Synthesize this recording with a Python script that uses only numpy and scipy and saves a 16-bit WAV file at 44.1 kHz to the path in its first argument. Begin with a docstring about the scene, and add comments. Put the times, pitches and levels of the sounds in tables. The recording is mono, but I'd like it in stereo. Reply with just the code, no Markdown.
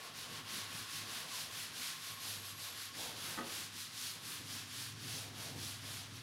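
"""Quick back-and-forth swishes: a felt duster wipes a whiteboard in a hard-walled room.
Felt fibres hiss on the slick face, swelling with each stroke, while the pad's drag drums the board.
The pad squeaks once; later the board rattles against the wall, rings and echoes in the room.
From outside come street rumble, a low hum and a faint whine, one high insect chirr
and, in the last two seconds, an engine that revs a little."""
import sys
import numpy as np
from scipy import signal
from scipy.fft import rfft, irfft, next_fast_len
from scipy.io import wavfile
from scipy.ndimage import uniform_filter1d

SR = 44100
rng = np.random.default_rng(int(sys.argv[2]) if len(sys.argv) > 2 else 0)


def inscribe(sig):
    """Save sig as 16-bit PCM at rate SR to the path in sys.argv[1].

    A 1-D sig is mono; a 2-D sig holds one channel per row.
    Samples are clipped to [-1, 1] before scaling.
    """
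    pcm = np.round(np.clip(np.atleast_2d(sig).T, -1, 1) * 32767)
    wavfile.write(sys.argv[1], SR, pcm.astype(np.int16))


N = 274302

# wipes, each lasting until the next: (start [s], peak [dB], level at the opening turn [dB],
# scuff EQ [dB], upper hiss EQ [dB], top EQ [dB])
STROKES = [(0.0, -53.7, -55.5, 1.8, -0.2, 1), (0.125, -50.0, -58.5, -1.2, -1.1, -1),
           (0.289, -51, -54, 2, -1, -1), (0.439, -47, -57.5, 1.5, -0.5, -2.8),
           (0.688, -49.5, -53.9, 2.7, -0.4, 0.1), (0.873, -47.5, -54, 0.5, -0.6, -2),
           (1.058, -48, -53, 1.5, -1.5, -1), (1.272, -47, -53, -0.5, -0.5, -1.5),
           (1.497, -48.4, -54.3, 0.2, -0.0, 0.5), (1.716, -46.5, -55, 1.5, -0.8, -2),
           (1.99, -50, -54.2, 0, 0.0, 2.3), (2.175, -47.0, -55.5, -1.5, -1.5, -1),
           (2.415, -51, -54.1, 0, 0.5, 2.5), (2.554, -50, -57.5, -1.3, 1, 1.5),
           (2.744, -49.4, -53.5, 0.5, -1, -0.3), (2.918, -47.5, -56.5, -1.0, -0.3, -1.5),
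           (3.143, -48, -53.5, 1.4, -1, 0.5), (3.422, -47.8, -55, 0.4, 0.4, 0),
           (3.712, -50.2, -57, -1.2, 1, 2), (3.906, -48, -56.5, -1.1, 1.8, 0.5),
           (4.2, -49.5, -57.5, -0.4, 0.5, 3), (4.44, -49.5, -56, 0.3, 1.5, -0.2),
           (4.664, -49.5, -56, -0.7, 1, 1.5), (4.959, -49, -58.5, -0.7, 1.5, 0.2),
           (5.329, -50.5, -59, 0.2, 1.5, 1), (5.547, -49, -56.5, -1, 0.4, 0.1),
           (5.797, -50.1, -56, -1, 0, 0.7), (6.086, -54.6, -58, -1, 1, 0.5)]
LAST_TURN_S, LAST_TURN_DB = 6.26, -70
# centres of the scuff, hiss, upper hiss and top EQ bands: (frequency [Hz])
EQ_HZ = [1700, 3500, 6200, 11500]
# colour of the felt's hiss: (frequency [Hz], relative level [dB])
FELT_COLOUR = [(530, -20.5), (900, -10), (1100, -5), (1490, -2.5), (2120, -3.5), (3300, -0.5), (4350, -1),
               (5580, -3.5), (7620, -8.5), (8790, -9), (10100, -7.5), (11200, -10), (13000, -12.5),
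               (15600, -21.5)]
# resonances under the pad: (frequency [Hz], width [Hz], send [dB])
PAD_PEAKS = [(1715, 75, -14.5), (3307, 150, -23), (9970, 620, -10.5)]
# how far the hiss swells with a stroke: (frequency [Hz], depth [dB per dB])
SWELL_DEPTH = [(1300, 0.59), (2100, 0.75), (3000, 0.95), (4300, 1.17), (6200, 1.35), (10500, 1.58),
               (15000, 2)]
# colour of the board's drumming: (frequency [Hz], relative level [dB])
BOARD_COLOUR = [(200, -13), (330, -3.5), (500, 5), (700, 5), (950, 6), (1300, -19)]
# fader ride of the drumming: (time [s], level [dB])
DRUMMING_RIDE = [(0, -63), (.28, -59), (.4, -58.5), (.7, -61.5), (.88, -65), (1.05, -60), (1.4, -60),
                 (1.55, -66), (2.0, -70), (2.27, -64.5), (2.45, -66.5), (2.92, -68.5), (2.99, -52.5),
                 (3.15, -58.5), (3.35, -57.5), (3.7, -68.5), (4.04, -72), (4.15, -62), (4.42, -68),
                 (4.52, -61.5), (4.7, -69.5), (5.04, -70.5), (5.15, -61.5), (5.35, -66), (5.47, -59),
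                 (5.8, -66), (6.22, -73)]
# board modes: (frequency [Hz], gain when knocked [dB], t60 [s])
BOARD_MODES = [(241, 1.5, 0.21), (339.6, -6.5, 0.39), (462.6, -5, 0.2), (546, -10.5, 0.45),
               (711, -12.5, 0.28), (845, -2, 0.11), (1105, -10, 0.18), (1194, -4, .1), (1268, 0, 0.18),
               (1514, -5.5, 0.07), (1760, -5, 0.039), (1966, -3, .05)]
# colour of the street rumble: (frequency [Hz], relative level [dB])
RUMBLE_COLOUR = [(15, -62), (25, -34), (69, -15), (79, -5.5), (97, -5), (113, 3.5), (130, -8.5), (151, 2),
                 (184, -5.5), (237, -2), (400, -11), (520, -16), (880, -120)]
# fader ride of the rumble: (time [s], level within 140-330 Hz [dB])
RUMBLE_RIDE = [(0, -67), (.25, -65), (.32, -59.5), (.8, -60), (.88, -65.5), (1.04, -59), (1.5, -64),
               (2.0, -62.5), (2.9, -64.5), (3.05, -59), (3.6, -65), (4.5, -60), (4.95, -63), (5.15, -55.5),
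               (5.33, -61), (5.5, -55.5), (5.8, -63), (6.22, -62)]
# fader ride of the hum: (time [s], rms level [dB])
HUM_RIDE = [(0, -72), (.38, -78), (.44, -60), (.55, -85), (.62, -59), (.8, -58), (.93, -70), (1.02, -56.5),
            (1.35, -84), (1.58, -67), (1.85, -86), (2.13, -63), (2.21, -73), (2.3, -57.5), (2.9, -68),
            (3.06, -74), (3.22, -61.5), (3.45, -63.5), (4.14, -68), (4.4, -70)]
# fader ride of the whine: (time [s], rms level [dB])
WHINE_RIDE = [(0, -61), (.75, -61), (1.6, -63), (1.75, -71), (1.95, -59), (2.3, -62.5), (2.75, -63),
              (2.95, -66), (6.22, -72)]
# the pad's squeak: (time [s], pitch [Hz], rms level [dB])
SQUEAK = [(1.305, 1144, -62), (1.315, 1167, -51), (1.33, 1080, -54), (1.345, 990, -53), (1.365, 1017, -60)]
# the insect's chirr: (time [s], pitch [Hz], rms level [dB])
CHIRR = [(1.75, 11450, -82), (1.85, 11450, -69), (2.05, 11450, -70), (2.12, 11600, -60.5),
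         (2.45, 11620, -60.5), (2.75, 11600, -60.5), (2.85, 11520, -62), (2.93, 11450, -78)]
# board against wall: (time [s], strength [dB], hardness [dB per octave])
KNOCKS = [(3.375, -46, 2.5), (3.385, -42.5, 2.5), (3.394, -47, -1.5), (3.409, -51.5, 6.5), (3.44, -55.5, 1)]
# engine speed: (time [s], firing rate [Hz])
ENGINE_REVS = [(4.25, 19.4), (4.66, 20.5), (5.0, 21.55), (5.25, 20.75), (5.55, 20.2), (6.22, 20.2)]
# fader rides of the engine: (time [s], fifth order rms [dB], sixth order rms [dB])
ENGINE_RIDE = [(4.25, -78, -72), (4.5, -55.5, -72), (4.7, -62.5, -70), (4.81, -60, -56.5),
               (4.97, -54.5, -63), (5.05, -61.5, -55), (5.3, -53.5, -67), (5.4, -59.5, -63),
               (5.53, -54, -59), (6.0, -57.5, -66), (6.22, -59, -54)]
# its weaker orders: (multiple of the firing rate, base level against the fifth [dB])
ENGINE_ORDERS = [(2, -22), (4, -16), (7, -10), (8, -17), (12, -15), (13, -13.5), (14, -16)]

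TIME_S = np.arange(N) / SR
BIN_HZ = np.maximum(np.arange(N // 2 + 1) * SR / N, 10)


def amp(db):
    """Gain of a dB value."""
    return 10 ** (np.asarray(db) / 20)


def unit_rms(x):
    """Scaled to rms 1."""
    return x / np.sqrt(np.mean(x ** 2) + 1e-20)


def automation(rows):
    """A timed table's columns as curves, one value per sample."""
    times, *columns = np.transpose(rows)
    return [np.interp(TIME_S, times, column) for column in columns]


def gate(rows, fade_s=0.085):
    """Fades in from a table's first time and out from its last."""
    return np.clip(np.minimum(TIME_S - rows[0][0], rows[-1][0] + fade_s - TIME_S) / fade_s, 0, 1)


def at_hz(points, hz):
    """A curve read on a log frequency axis."""
    points_hz, values = np.transpose(points)
    return np.interp(np.log(hz), np.log(points_hz), values)


def drift(rate_hz):
    """A slow random wander of rms 1."""
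    hop = 40
    r = np.exp(-2 * np.pi * rate_hz * hop / SR)
    slow = signal.lfilter([1], [1, -2 * r, r * r], rng.standard_normal(N // hop + 2002))[2000:]
    return np.interp(np.arange(N) / hop, np.arange(len(slow)), unit_rms(slow))


def coloured(x, colour, low_hz=20, high_hz=20000):
    """x through an EQ curve, at rms 1 between the two frequencies."""
    bins = rfft(x) * amp(at_hz(colour, BIN_HZ))
    return irfft(bins, N) / np.std(irfft(bins * (BIN_HZ > low_hz) * (BIN_HZ < high_hz), N))


def resonance(x, hz, width_hz):
    """Two-pole peak, gain 1 on top."""
    r, w = np.exp(-np.pi * width_hz / SR), 2 * np.pi * hz / SR
    return signal.lfilter([1, 0, -1], [1, -2 * r * np.cos(w), r * r], x) * (1 - r * r) / 2


def ring(clicks, hz, t60):
    """A unit click sets a sine of height 1 ringing."""
    r, w = amp(-60 / (t60 * SR)), 2 * np.pi * hz / SR
    return signal.lfilter([0, np.sin(w)], [1, -2 * r * np.cos(w), r * r], clicks + 1e-18)


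def tone(hz, level_db):
    """A sine of moving pitch and given rms level."""
    phase = 2 * np.pi * np.cumsum(hz) / SR + rng.uniform(0, 2 * np.pi)
    return np.sqrt(2) * amp(level_db) * np.sin(phase)


def strokes(turn_s=0.03):
    """The pad speeds up and slows between turns: the level arches, the EQ glides stroke to stroke."""
    start, peak_db, turn_db, scuff_db, upper_db, top_db = np.transpose(STROKES)
    turns = np.append(start, LAST_TURN_S)
    progress = np.interp(TIME_S, turns, np.arange(len(turns)))
    stroke = np.minimum(progress.astype(int), len(start) - 1)
    floor_db = np.interp(TIME_S, turns, np.append(turn_db, LAST_TURN_DB))
    level_db = floor_db + (peak_db[stroke] - floor_db) * np.abs(np.sin(np.pi * progress))
    middles = (turns[1:] + turns[:-1]) / 2
    eq_db = [np.interp(TIME_S, middles, db) for db in (scuff_db, np.zeros_like(start), upper_db, top_db)]
    return uniform_filter1d(level_db, int(turn_s * SR)), eq_db   # the wrist rounds off each turn


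def felt_hiss(grain_db=2.0, flicker_db=0.51, lead_s_per_octave=0.0015):
    """Countless fibre slips; the treble swells earlier and further with pad speed than the low scuff."""
    level_db, eq_db = strokes()
    mean_db = level_db.mean()
    slips = rng.standard_normal(N) * amp(grain_db * rng.standard_normal(N))
    slips += sum(amp(db) * resonance(slips, hz, width_hz) for hz, width_hz, db in PAD_PEAKS)
    spectrum = rfft(coloured(slips, FELT_COLOUR, 2500, 4800))
    centres = np.geomspace(900, 15000, 10)
    hiss = np.zeros(N)
    for centre in centres:
        band = irfft(spectrum * np.interp(np.log(BIN_HZ), np.log(centres), centres == centre), N)
        eq_weights = [np.interp(np.log(centre), np.log(EQ_HZ), solo) for solo in np.eye(len(EQ_HZ))]
        lead_s = lead_s_per_octave * np.log2(centre / EQ_HZ[1])
        swell_db = at_hz(SWELL_DEPTH, centre) * np.interp(TIME_S + lead_s, TIME_S, level_db - mean_db)
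        hiss += band * amp(swell_db + np.dot(eq_weights, eq_db) + flicker_db * drift(12))
    return amp(mean_db) * hiss


def board_drumming(ringing_db=-14.5, rattle_db=-50.5):
    """The pad's drag and the rattle shake the board: dull noise, part of it held in the board's modes."""
    shake = coloured(rng.standard_normal(N), BOARD_COLOUR)
    ringing = sum((-1) ** k * resonance(shake, hz, np.log(1000) / (np.pi * t60))
                  for k, (hz, _, t60) in enumerate(BOARD_MODES))
    drag = amp(automation(DRUMMING_RIDE)[0] + 2.6 * drift(3.3))
    return np.hypot(drag, shudder(rattle_db)) * unit_rms(shake + amp(ringing_db) * unit_rms(ringing))


def street_rumble(wander_db=2.0):
    """A bed of low traffic noise that heaves unevenly."""
    gain = amp(automation(RUMBLE_RIDE)[0] + wander_db * drift(5.0))
    return gain * coloured(rng.standard_normal(N), RUMBLE_COLOUR, 140, 330)


def hum(hz=101.9, waver_hz=1.0):
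    """A low, slightly wavering sine that swells and sinks."""
    return tone(hz + waver_hz * drift(3.6), automation(HUM_RIDE)[0]) * gate(HUM_RIDE)


def whine(hz=1086, width_hz=65):
    """Noise narrowed to a faint pitch by two resonances in series."""
    narrow = resonance(rng.standard_normal(N), hz, width_hz)
    return amp(automation(WHINE_RIDE)[0]) * unit_rms(resonance(narrow, hz, 2 * width_hz))


def pad_squeak():
    """The pad squeaks once: a short sine that bends downward."""
    return tone(*automation(SQUEAK)) * gate(SQUEAK, fade_s=0.0074)


def insect(half_width_hz=77):
    """A high chirr: a narrow band of noise riding on a slowly moving pitch."""
    hz, level_db = automation(CHIRR)
    lowpass = signal.butter(3, half_width_hz, fs=SR, output="sos")
    flutter = signal.sosfilt(lowpass, rng.standard_normal((2, N)))
    phase = 2 * np.pi * np.cumsum(hz) / SR
    return amp(level_db) * unit_rms(flutter[0] * np.cos(phase) + flutter[1] * np.sin(phase))


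def wall_rattle():
    """Each knock of board on wall strikes the board's modes; a harder knock favours the upper ones."""
    times, strength_db, hardness = np.transpose(KNOCKS)
    onsets = np.round(times * SR).astype(int)
    rattle = np.zeros(N)
    for k, (hz, mode_db, t60) in enumerate(BOARD_MODES):
        clicks = np.zeros(N)
        clicks[onsets] = amp(strength_db + mode_db + hardness * np.log2(hz / 600))
        rattle += (-1) ** k * ring(clicks, hz, t60)   # neighbours swing opposite ways, thinning the bass
    return rattle


def shudder(level_db, attack_s=0.011, t60=0.56):
    """Envelope of the shaken board: it jumps up with the first knock and dies away."""
    age_s = TIME_S - KNOCKS[0][0]
    return amp(level_db - 60 * np.abs(age_s) / t60) * np.clip(age_s / attack_s, 0, 1)


def board_thud(level_db=-47.5, band_hz=(150, 380)):
    """The weight under the rattle: a burst of low noise."""
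    bandpass = signal.butter(3, band_hz, "band", fs=SR, output="sos")
    return shudder(level_db) * unit_rms(signal.sosfilt(bandpass, rng.standard_normal(N)))


def room_echo(x, t60=0.55, damping_hz=5000):
    """Sound bounces between hard walls: twelve feedback delays, duller on every round."""
    size = next_fast_len(N + SR)
    hz = np.arange(size // 2 + 1) * SR / size
    decay_s = t60 * (0.4 + 0.6 / (1 + (hz / damping_hz) ** 2))
    response = 0
    for k, delay_s in enumerate(rng.uniform(0.015, 0.045, 12)):
        bounce = amp(-60 * delay_s / decay_s) * np.exp(-2j * np.pi * hz * delay_s)
        response += (-1) ** k * bounce / (1 - bounce)
    return irfft(rfft(x, size) * response, size)[:N]


def engine(waver_db=1.6, nearing_db_per_s=4):
    """Orders of the firing rate: the weak ones waver, those below the fifth grow as the engine nears."""
    firing_hz = automation(ENGINE_REVS)[0]
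    fifth_db, sixth_db = automation(ENGINE_RIDE)
    nearing_db = nearing_db_per_s * (TIME_S - np.mean(np.transpose(ENGINE_RIDE)[0]))
    weak = sum(tone(order * firing_hz, fifth_db + db + nearing_db * (order < 5) + waver_db * drift(3.7))
               for order, db in ENGINE_ORDERS)
    return (tone(5 * firing_hz, fifth_db) + tone(6 * firing_hz, sixth_db) + weak) * gate(ENGINE_RIDE)


def scene():
    """The board over the outdoor bed, mono on both channels; only the rattle feeds the echo."""
    rattle = wall_rattle()
    board = pad_squeak() + felt_hiss() + board_drumming() + rattle + board_thud()
    echo = amp(-18) * room_echo(rattle)
    outside = street_rumble() + hum() + whine() + engine() + insect()
    mono = board + echo + outside
    return np.array([mono, mono])


def record(dry):
    """A steep low-pass takes off the air above 15.8 kHz."""
    return signal.sosfilt(signal.ellip(16, 0.5, 80, 15800, fs=SR, output="sos"), dry)


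dry = scene()
out = record(dry)
inscribe(out)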